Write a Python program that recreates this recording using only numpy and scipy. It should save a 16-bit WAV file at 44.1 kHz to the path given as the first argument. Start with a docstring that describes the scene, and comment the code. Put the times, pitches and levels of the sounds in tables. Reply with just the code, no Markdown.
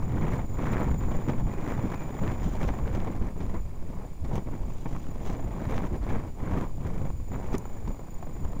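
"""Beach gallop on a helmet camera

Wind buffets the camera: eddies of every size roll over the microphone port, surging with the
horse's stride and tearing into short, rasping gusts. Underneath, hooves thud faintly in wet sand,
cloth scuffs, a buckle ticks, and the camera's electronics whine once per picture."""
import sys
import numpy as np
from scipy import signal
from scipy.fft import rfft, irfft, next_fast_len
from scipy.io import wavfile
from scipy.ndimage import uniform_filter1d

SR = 44100
rng = np.random.default_rng(int(sys.argv[2]) if len(sys.argv) > 2 else 0)


def put_to_file(sound):
    """Save the sound as 16-bit audio at rate SR, in the file named by the first command-line argument."""
    columns = np.atleast_2d(sound).T  # one column per channel
    safe = np.clip(columns, -1, 1)
    whole_steps = np.round(safe * 32767)
    wavfile.write(sys.argv[1], SR, whole_steps.astype(np.int16))


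N = 379260
TIME = np.arange(N) / SR


# tone of the wind through port and housing: f/Hz, level/dB
PORT_COLOUR = [(8, 9), (25, 0), (55, -5.5), (100, -5.5), (200, -9), (420, -19.5), (700, -24.5),
               (1050, -25.5), (1400, -37), (2300, -36.5), (2800, -52), (3500, -50.5), (4500, -64),
               (9000, -67)]
# slow ride of the deep rumble: t/s, level/dB
RUMBLE_RIDE = [(0.04, 1), (0.24, 0), (1.38, 1), (1.56, -2), (2.05, -4.5), (2.3, -2), (3.43, 1.5),
               (3.98, -2), (4.38, -0.5), (5.11, -1), (6.1, -0.5), (7.19, 0.5), (8.08, -5.5), (8.59, 1.5)]
# eddy sizes, large to small: f/Hz, level/dB, airflow tracking/(dB/dB), rumble tracking/(dB/dB)
EDDY_SIZES = [(40, -2, 0.19, 1.15), (180, -3.5, 0.98, .72), (690, -1.5, 0.9, 0), (1920, -4, 1.35, 0)]

def wind(flow_db, flutter, flutter_db=3.5, puff_db=2.23):
    """The main bed: bands of turbulence ride the nearest eddy sizes, and the small eddies flutter."""
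    rumble_db = in_time(RUMBLE_RIDE)[0]
    waver_db = 0.25 * drift(12)
    rides_db = np.array([db + by_flow * flow_db + by_rumble * rumble_db + waver_db
                         for _, db, by_flow, by_rumble in EDDY_SIZES])
    eddy_octaves = np.log2([row[0] for row in EDDY_SIZES])
    size = next_fast_len(N)
    air_spectrum = rfft(from_db(-25.5) * coloured(PORT_COLOUR), size)
    octaves = np.log2(np.arange(size // 2 + 1) * SR / size + 1e-3)
    centres = np.log2([8, 25, 60, 120, 220, 400, 700, 1100, 1700, 2600, 4500])
    out = np.zeros(N)
    for centre, solo in zip(centres, np.eye(len(centres))):
        eddies = irfft(air_spectrum * np.interp(octaves, centres, solo), size)[:N]
        steady = np.std(eddies) * evened(eddies, 0.0426 + 3 / 2 ** centre)
        nearness = np.array([np.interp(centre, eddy_octaves, row) for row in np.eye(len(EDDY_SIZES))])
        smallness = np.clip((centre - np.log2(60)) / 4, 0, 1)
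        puffs = rms_one(from_db(flutter_db * smallness * flutter + puff_db * drift(32.5)))
        out += steady * puffs * from_db(nearness @ rides_db)
    return band(out, 1.1, 17000, order=1)


# slow ride of the air over the port: t/s, level/dB
FLOW_RIDE = [(0.0, 0), (0.76, -3), (1.2, 0.5), (1.85, 3), (3.1, 0.5), (3.74, -8.5), (4.82, -5), (5.5, -2.5),
             (6.03, 1), (6.51, -3), (7.34, 0.5), (8.09, -8), (8.6, -4)]
# the head swings into the wind, about once a stride: t/s, boost/dB, length/s
STRIDE_SURGES = [(0.27, 7.5, 0.23), (0.74, 10.5, 0.32), (1.1, 2.5, 0.23), (1.7, 4, 0.1), (1.93, 4.5, 0.036),
                 (2.28, 2.5, 0.1), (2.63, 5, 0.05), (2.95, 2.5, 0.16), (3.46, 4, 0.14), (3.96, 4, 0.3),
                 (4.35, 9.5, 0.12), (4.54, 7, 0.054), (4.94, 5, 0.07), (5.32, 2.5, 0.17), (5.74, 6, 0.31),
                 (6.14, 5.5, 0.12), (6.55, 8, 0.22), (6.86, 5.5, 0.025), (7.35, 4.5, 0.037),
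                 (7.54, 4, 0.068), (7.89, 5, 0.059)]
# the port is briefly sheltered: t/s, dip/dB, length/s
LULLS = [(0.47, -3.5, 0.043), (0.98, -4, 0.028), (1.25, -1, 0.042), (1.44, -5.5, 0.064), (3.19, -4, 0.049),
         (3.34, -6.5, 0.051), (3.63, -10.5, 0.037), (4.16, -4.5, 0.17), (4.43, -3, 0.041),
         (4.8, -3.5, 0.053), (5.9, -6.5, 0.052), (5.99, -6, 0.046), (6.34, -11, 0.085), (6.74, -9.5, 0.13),
         (7.21, -12.5, 0.21)]

def airflow():
    """Strength of the air at the port in dB: a slow ride with flat-topped surges and lulls."""
    return in_time(FLOW_RIDE)[0] + swells(STRIDE_SURGES, order=4) + swells(LULLS, order=4)


# sudden tears of wind: t/s, level/dB, length/s
GUSTS = [(0.228, -23.5, 0.039), (0.274, -19.5, 0.024), (0.323, -24, 0.018), (0.39, -17.5, 0.034),
         (0.585, -21, 0.085), (0.815, -18, 0.046), (0.913, -18, 0.018), (0.943, -19.5, 0.015),
         (1.036, -17, 0.012), (1.292, -13.5, 0.038), (1.333, -18, 0.017), (2.236, -23, 0.033),
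         (2.686, -16, 0.036), (3.071, -15.5, 0.027), (3.224, -35, 0.033), (3.406, -19.5, 0.02),
         (3.54, -22.5, 0.088), (4.247, -25.5, 0.054), (4.471, -25, 0.023), (4.858, -18, 0.027),
         (4.95, -22, 0.02), (5.295, -19.5, 0.037), (5.839, -19.5, 0.025), (7.317, -23, 0.019),
         (7.542, -15, 0.036)]

def gusts():
    """The flow breaks away for an instant and rasps over the port."""
    rasp = rms_one(band(coloured(PORT_COLOUR), 196, 5500))
    return from_db(-12) * rasp * bursts(GUSTS, rise_s=0.0012)


# heavy thumps of air: t/s, level/dB, length/s
BUFFETS = [(0.123, -23.5, 0.093), (0.167, -33, 0.072), (0.867, -28, 0.056), (1.277, -21, 0.11),
           (1.33, -27, 0.05), (1.841, -19.5, 0.08), (2.217, -22, 0.082), (2.465, -18.5, 0.048),
           (2.643, -24, 0.048), (2.823, -39, 0.033), (2.954, -27, 0.069), (3.072, -24, 0.078),
           (3.212, -24.5, 0.072), (3.533, -27, 0.05), (4.235, -33, 0.056), (4.461, -28.5, 0.059),
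           (4.62, -37, 0.15), (4.915, -33, 0.068), (5.713, -27.5, 0.17), (5.918, -23, 0.087),
           (6.026, -36, 0.016), (6.57, -21, 0.046), (7.31, -25, 0.027), (7.881, -28.5, 0.1)]

def buffets():
    """A big eddy hits the housing: a few low, irregular swings of pressure."""
    thump = evened(band(rng.standard_normal(N), 87, 249), 0.015)
    return from_db(-7) * thump * bursts(BUFFETS, rise_s=0.0025)


# sub-bass swells: t/s, level/dB, length/s
HEAVES = [(.15, -30, 0.051), (.27, -24.5, 0.092), (.91, -28, 0.18), (1.07, -26, 0.1), (1.45, -26, 0.093),
          (2.22, -28, .07), (2.46, -28, 0.19), (2.67, -25, 0.095), (2.84, -27, 0.059), (2.96, -28, 0.1),
          (3.21, -27.5, 0.044), (3.44, -31, 0.077), (3.6, -29.5, 0.12), (4.24, -26, 0.057),
          (4.47, -34, .07), (4.64, -28.5, 0.088), (5.35, -29, 0.067), (5.47, -30, 0.084),
          (5.69, -31, 0.061), (5.93, -27, .07), (6.03, -28, 0.065), (6.55, -24, 0.079), (7.16, -30, 0.28),
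          (7.54, -31, 0.12), (7.89, -27.5, 0.083), (8.26, -38, 0.16), (8.45, -28, 0.11)]

def heaves():
    """The largest eddies press slowly on the port and let go."""
    sub = evened(band(rng.standard_normal(N), 14, 65), 0.066)
    return from_db(-1) * sub * flares(HEAVES)


# stretches of low, throaty flutter: t/s, level/dB, length/s
THROBS = [(0.16, -32.5, 0.82), (0.93, -28, 0.16), (1.42, -29.5, 0.18), (1.8, -32, 0.19), (2.27, -30.5, .12),
          (4.35, -35.5, .08), (6.82, -34, 0.15), (7.03, -33, 0.13)]

def throb():
    """Air streams across the housing and vortices peel off at a roughly even rate."""
    return flares(THROBS) * evened(band(rng.standard_normal(N), 75, 150), 0.31)


def sputter(flow_db, per_s=170, cycles=5, spread_db=4.5):
    """Tight vortices burst in the port as blips of a few cycles, much harder in a strong flow."""
    onsets = rng.random(N) < per_s / SR
    strength = from_db(-46.5 + 2.07 * flow_db)
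    accents = from_db(spread_db * np.minimum(rng.exponential(1, N), 2))
    pushes = onsets * strength * accents * rng.choice([-1, 1], N)
    pitches_hz = np.geomspace(950, 2300, 6)
    pitch_index = rng.integers(0, len(pitches_hz), N)
    blips = sum(ring(pushes * (pitch_index == k), hz, cycles / hz) for k, hz in enumerate(pitches_hz))
    return band(blips, 300, 2090)


# hard clicks of air: t/s, level/dB
SNAPS = [(0.1211, -33.5), (0.324, -40), (0.395, -38), (0.5855, -47), (0.885, -41), (0.913, -33),
         (0.943, -41), (1.0096, -35), (1.286, -26), (1.3, -29), (1.335, -34), (2.008, -37), (2.2363, -29),
         (2.2782, -24), (2.6309, -25), (2.69, -24.5), (2.879, -29), (3.003, -30), (3.225, -35),
         (3.404, -38), (4.313, -46), (5.3504, -34), (5.714, -35), (5.7803, -21), (7.4634, -35)]

def snaps(gain_db=4, corner_hz=1300):
    """The hardest vortices snap on the edge of the port as single pulses."""
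    pulses = np.zeros(N)
    for s, db in SNAPS:
        pulses[int(s * SR)] = from_db(db + gain_db) * rng.choice([-1, 1])
    make_up = SR / (np.pi * corner_hz)
    clicks = make_up * band(pulses, 530, corner_hz, order=1)
    return signal.sosfilt(signal.butter(2, 2900, fs=SR, output="sos"), clicks)


# tone of the airy top: f/Hz, level/dB
SWISH_COLOUR = [(3000, 11), (4500, -4), (5500, -2), (6250, 2.5), (6800, -4.5), (9000, -13), (11000, -18),
                (15000, 5)]
# the swish flares up: t/s, level/dB, length/s
SWISH_FLARES = [(1.295, -53, 0.028), (2.48, -55.5, 0.14), (2.56, -72, 0.057), (2.66, -58.5, 0.12),
                (2.95, -58, .04), (4.36, -54.5, .05), (4.92, -63, 0.47), (5.29, -56, 0.098),
                (5.77, -50.5, 0.026), (7.54, -48, 0.018)]

def swish(flow_db, flutter):
    """Air slides along the helmet with a thin, fluttering hiss that grows with the flow."""
    hiss = rms_one(band(coloured(SWISH_COLOUR), 3700, 11000))
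    envelope = np.hypot(from_db(-68 + flow_db), flares(SWISH_FLARES))
    return hiss * rms_one(from_db(4 * flutter)) * envelope


# the nearest hoof falls: t/s, level/dB
HOOF_FALLS = [(4.487, -38), (4.633, -39), (5.068, -40.5), (5.341, -40), (7.102, -35), (7.485, -40),
              (7.655, -35), (7.994, -36.5), (8.084, -42), (8.227, -34.5), (8.271, -39.5), (8.366, -47),
              (8.45, -33.5), (8.532, -34)]
# dull knock of a hoof: f/Hz, level/dB, t60/s
HOOF_MODES = [(190, -10, .04), (520, -7, .025), (760, -5, .025), (1080, -4, .022), (2250, -16, .012)]

def hooves(slap_s=0.0064):
    """Near hooves knock and slap on wet sand, among fainter, random steps of other horses."""
    far_steps = rng.uniform([0, -49], [N / SR, -42], (40, 2))   # t/s, level/dB
    knocks = struck(list(HOOF_FALLS) + list(far_steps), HOOF_MODES, contact_s=.005, grit=.1)
    sand = evened(band(rng.standard_normal(N), 280, 770), 0.0072)
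    slaps = sand * bursts([(s, db, slap_s) for s, db in HOOF_FALLS], rise_s=0.00079)
    return from_db(0.5) * (band(knocks, 110, 1500) + slaps)


# one tick of the tack: t/s, level/dB
BUCKLE_TICKS = [(7.5818, -29.5)]
# bright ring of the buckle: f/Hz, level/dB, t60/s
BUCKLE_MODES = [(6400, 10, 0.0079), (6970, -2, 0.0052), (9440, -3, 0.0075), (12500, -5, 0.0085),
                (15200, -10, .004)]

def buckle(crack_s=0.0039):
    """A buckle ticks: a bright crack and a very short ring."""
    ringing = band(struck(BUCKLE_TICKS, BUCKLE_MODES, contact_s=0.0013, grit=0.23), 6000, 18000)
    fizz = rms_one(band(rng.standard_normal(N), 6000, 21000))
    crack = fizz * bursts([(s, db, crack_s) for s, db in BUCKLE_TICKS], rise_s=0.00092)
    return from_db(-12) * ringing + from_db(-14) * crack


# short brushes of clothing or mane: t/s, level/dB, length/s
SCUFFS = [(3.405, -51, .02), (3.428, -61, 0.014), (3.465, -60, .016), (3.542, -57, .012), (4.247, -55, .02),
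          (4.365, -68, 0.026), (6.03, -57, .025), (6.865, -59, .02), (7.552, -45.5, 0.012),
          (7.88, -60, .025)]

def scuffs(flutter):
    """Cloth and hair brush past with a dry, grainy hiss."""
    grain = band(rng.standard_normal(N), 1800, 5600) * from_db(6 * flutter)
    return rms_one(grain) * bursts(SCUFFS, rise_s=0.0044)


# path of a faint, breathy whistle: t/s, f/Hz, level/dB
WHISTLE_PATH = [(1.45, 2350, -78), (1.53, 2480, -62), (1.65, 2400, -72), (1.85, 2350, -73),
                (1.97, 2450, -58), (2.1, 2330, -61), (2.2, 2300, -80)]

def whistle(width_hz=70):
    """Air sings on an edge of the helmet: narrow noise around a wandering tone."""
    hz, db = in_time(WHISTLE_PATH)
    phase = 2 * np.pi * np.cumsum(hz) / SR
    return from_db(db) * (drift(width_hz) * np.cos(phase) + drift(width_hz) * np.sin(phase))


# partials of the whine: f/Hz, level/dB
WHINE_TONES = [(7000, 0), (15050, -6.5)]
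# slow ride of the whine: t/s, level/dB
WHINE_RIDE = [(0, -64.5), (1.05, -58), (1.4, -63.5), (2.3, -60), (3.35, -69), (3.58, -64), (3.68, -70.5),
              (5.4, -64.5), (6.3, -68), (7.05, -65.5), (7.35, -62.5), (8.6, -63)]
# pulse shape over one picture: position/period, level/dB
PULSE_SHAPE = [(0, -11), (.03, -11), (.11, 1.5), (.2, 3), (.45, 1.5), (.65, -2), (.86, -5), (.92, -4),
               (1, -11)]
# how deeply it pulses: t/s, depth/factor
PULSE_DEPTH = [(0, 0.93), (2.5, 0.65), (3.7, 0.86), (5, 1.4), (6.8, .9), (7.4, 1.4), (8.6, 1.4)]

def whine(picture_s=.0375):
    """Two high, rough tones pulse with each picture read from the sensor."""
    shape_db = np.interp(TIME / picture_s % 1, *np.transpose(PULSE_SHAPE))
    jitter = 1 + .36 * (drift(130) + 1j * drift(130))   # roughens both level and phase
    pulse = from_db(shape_db * in_time(PULSE_DEPTH)[0] + 2 * drift(36)) * jitter
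    phase = np.angle(pulse) + 1.1 * drift(25)
    envelope = np.sqrt(2) * evened(np.abs(pulse), 8 * picture_s) * from_db(in_time(WHINE_RIDE)[0])
    return envelope * sum(from_db(db) * np.cos(2 * np.pi * hz * TIME + phase) for hz, db in WHINE_TONES)


# faint steady tones: f/Hz, level/dB
CIRCUIT_TONES = [(4805, -81), (9610, -92)]
# tone of the hiss: f/Hz, level/dB
HISS_COLOUR = [(1900, 0), (2350, 5), (2800, -3), (4000, -4.5), (8000, -6), (9600, -6), (11000, -10.5),
               (12500, -8.5), (15500, -8.5)]

def noise_floor():
    """The preamplifier hisses and the circuit adds its steady tones."""
    tones = sum(from_db(db) * np.sin(2 * np.pi * hz * TIME) for hz, db in CIRCUIT_TONES)
    return np.sqrt(2) * tones + from_db(-63.3) * coloured(HISS_COLOUR)


def from_db(db):
    """Decibels to gain."""
    return 10 ** (np.asarray(db) / 20)


def rms_one(x):
    """Scale to unit rms."""
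    return x / np.sqrt(np.mean(x ** 2) + 1e-20)


def in_time(rows):
    """One value per sample for each column after the time."""
    times, *columns = np.transpose(rows)
    return [np.interp(TIME, times, column) for column in columns]


def band(x, low_hz, high_hz, order=2):
    """Butterworth band-pass."""
    sos = signal.butter(order, [low_hz, min(high_hz, .45 * SR)], "band", fs=SR, output="sos")
    return signal.sosfilt(sos, x + 1e-18)


def drift(rate_hz):
    """Smooth random modulation at about this rate; rms 1."""
    pole = np.exp(-20 * np.pi * rate_hz / SR)   # runs at a tenth of the sample rate
    slow = signal.lfilter([1], [1, -2 * pole, pole * pole], rng.standard_normal(N // 10 + 4002))[4000:]
    return np.interp(np.arange(N) / 10, np.arange(len(slow)), rms_one(slow))


def kicks(per_s, decay_s):
    """Random jolts that start at once and die away; mean 0, rms 1."""
    onsets = rng.random(N) < per_s / SR
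    jolts = signal.lfilter([1], [1, -np.exp(-1 / (decay_s * SR))], onsets + 1e-18)
    return rms_one(jolts - jolts.mean())


def coloured(colour):
    """Noise through an EQ curve of (f/Hz, level/dB) points; rms 1."""
    size = next_fast_len(N)
    hz = np.arange(size // 2 + 1) * SR / size
    point_hz, point_db = np.transpose(colour)
    eq = from_db(np.interp(np.log(hz + 1e-3), np.log(point_hz), point_db))
    return rms_one(irfft(rfft(rng.standard_normal(size)) * eq, size)[:N])


def evened(x, span_s):
    """Level out swells slower than the span; rms about 1."""
    power = uniform_filter1d(x * x, max(int(span_s * SR), 2))
    return x / np.sqrt(np.abs(power) + 1e-20)


def bursts(rows, rise_s):
    """Envelope of (t/s, level/dB, length/s) hits: quick attack, smooth release."""
    out = np.zeros(N)
    for s, db, length in rows:
        start = max(int((s - rise_s) * SR), 0)
        span = slice(start, start + SR // 4)
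        age = TIME[span] - s
        out[span] += from_db(db) * np.clip(1 + age / rise_s, 0, 1) * np.exp(-(2 * age / length) ** 2)
    return out


def swells(rows, order):
    """Sum of (t/s, height, length/s) humps; order 2 is a bell, order 4 has a flat top."""
    return sum(height * np.exp(-np.minimum(np.abs(2 * (TIME - s) / length), 6) ** order)
               for s, height, length in rows)


def flares(rows):
    """Envelope of (t/s, level/dB, length/s) sounds that fade in and out."""
    return swells([(s, from_db(db), length) for s, db, length in rows], order=2)


def ring(force, hz, t60):
    """A unit push sets a sine of height 1 ringing."""
    decay, angle = 1000 ** (-1 / (t60 * SR)), 2 * np.pi * hz / SR
    return signal.lfilter([0, np.sin(angle)], [1, -2 * decay * np.cos(angle), decay ** 2], force + 1e-18)


def struck(rows, modes, contact_s, grit):
    """Each blow is a push with a gritty tail that sets the modes ringing."""
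    force, size = np.zeros(N + SR), SR // 10
    for s, db in rows:
        blow = grit * rng.standard_normal(size) * np.exp(-TIME[:size] / contact_s)
        blow[0] = 1
        start = int(s * SR)
        force[start:start + size] += from_db(db) * blow / np.sqrt(np.sum(blow ** 2))
    return sum(from_db(db) * ring(force[:N], hz, t60) for hz, db, t60 in modes)


def scene():
    """The mono mix: wind up front, horse and electronics behind."""
    flow_db = airflow()
    puffs = rms_one(drift(247) + 0.63 * kicks(per_s=51, decay_s=0.0041))   # shared by all small eddies
    flutter = np.minimum(puffs, 2)   # a puff can only be so strong
    rush = wind(flow_db, flutter) + gusts() + sputter(flow_db) + snaps()
    air = whistle() + swish(flow_db, flutter)
    rumble = buffets() + heaves() + throb()
    horse = scuffs(flutter) + hooves() + buckle()
    return (rush + air + rumble + horse + whine() + noise_floor())[None]


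def record(dry, cutoff_hz=15800):
    """A steep low-pass takes off the very top."""
    return signal.sosfilt(signal.ellip(10, .2, 70, cutoff_hz, fs=SR, output="sos"), dry)


dry = scene()
out = record(dry)
put_to_file(out)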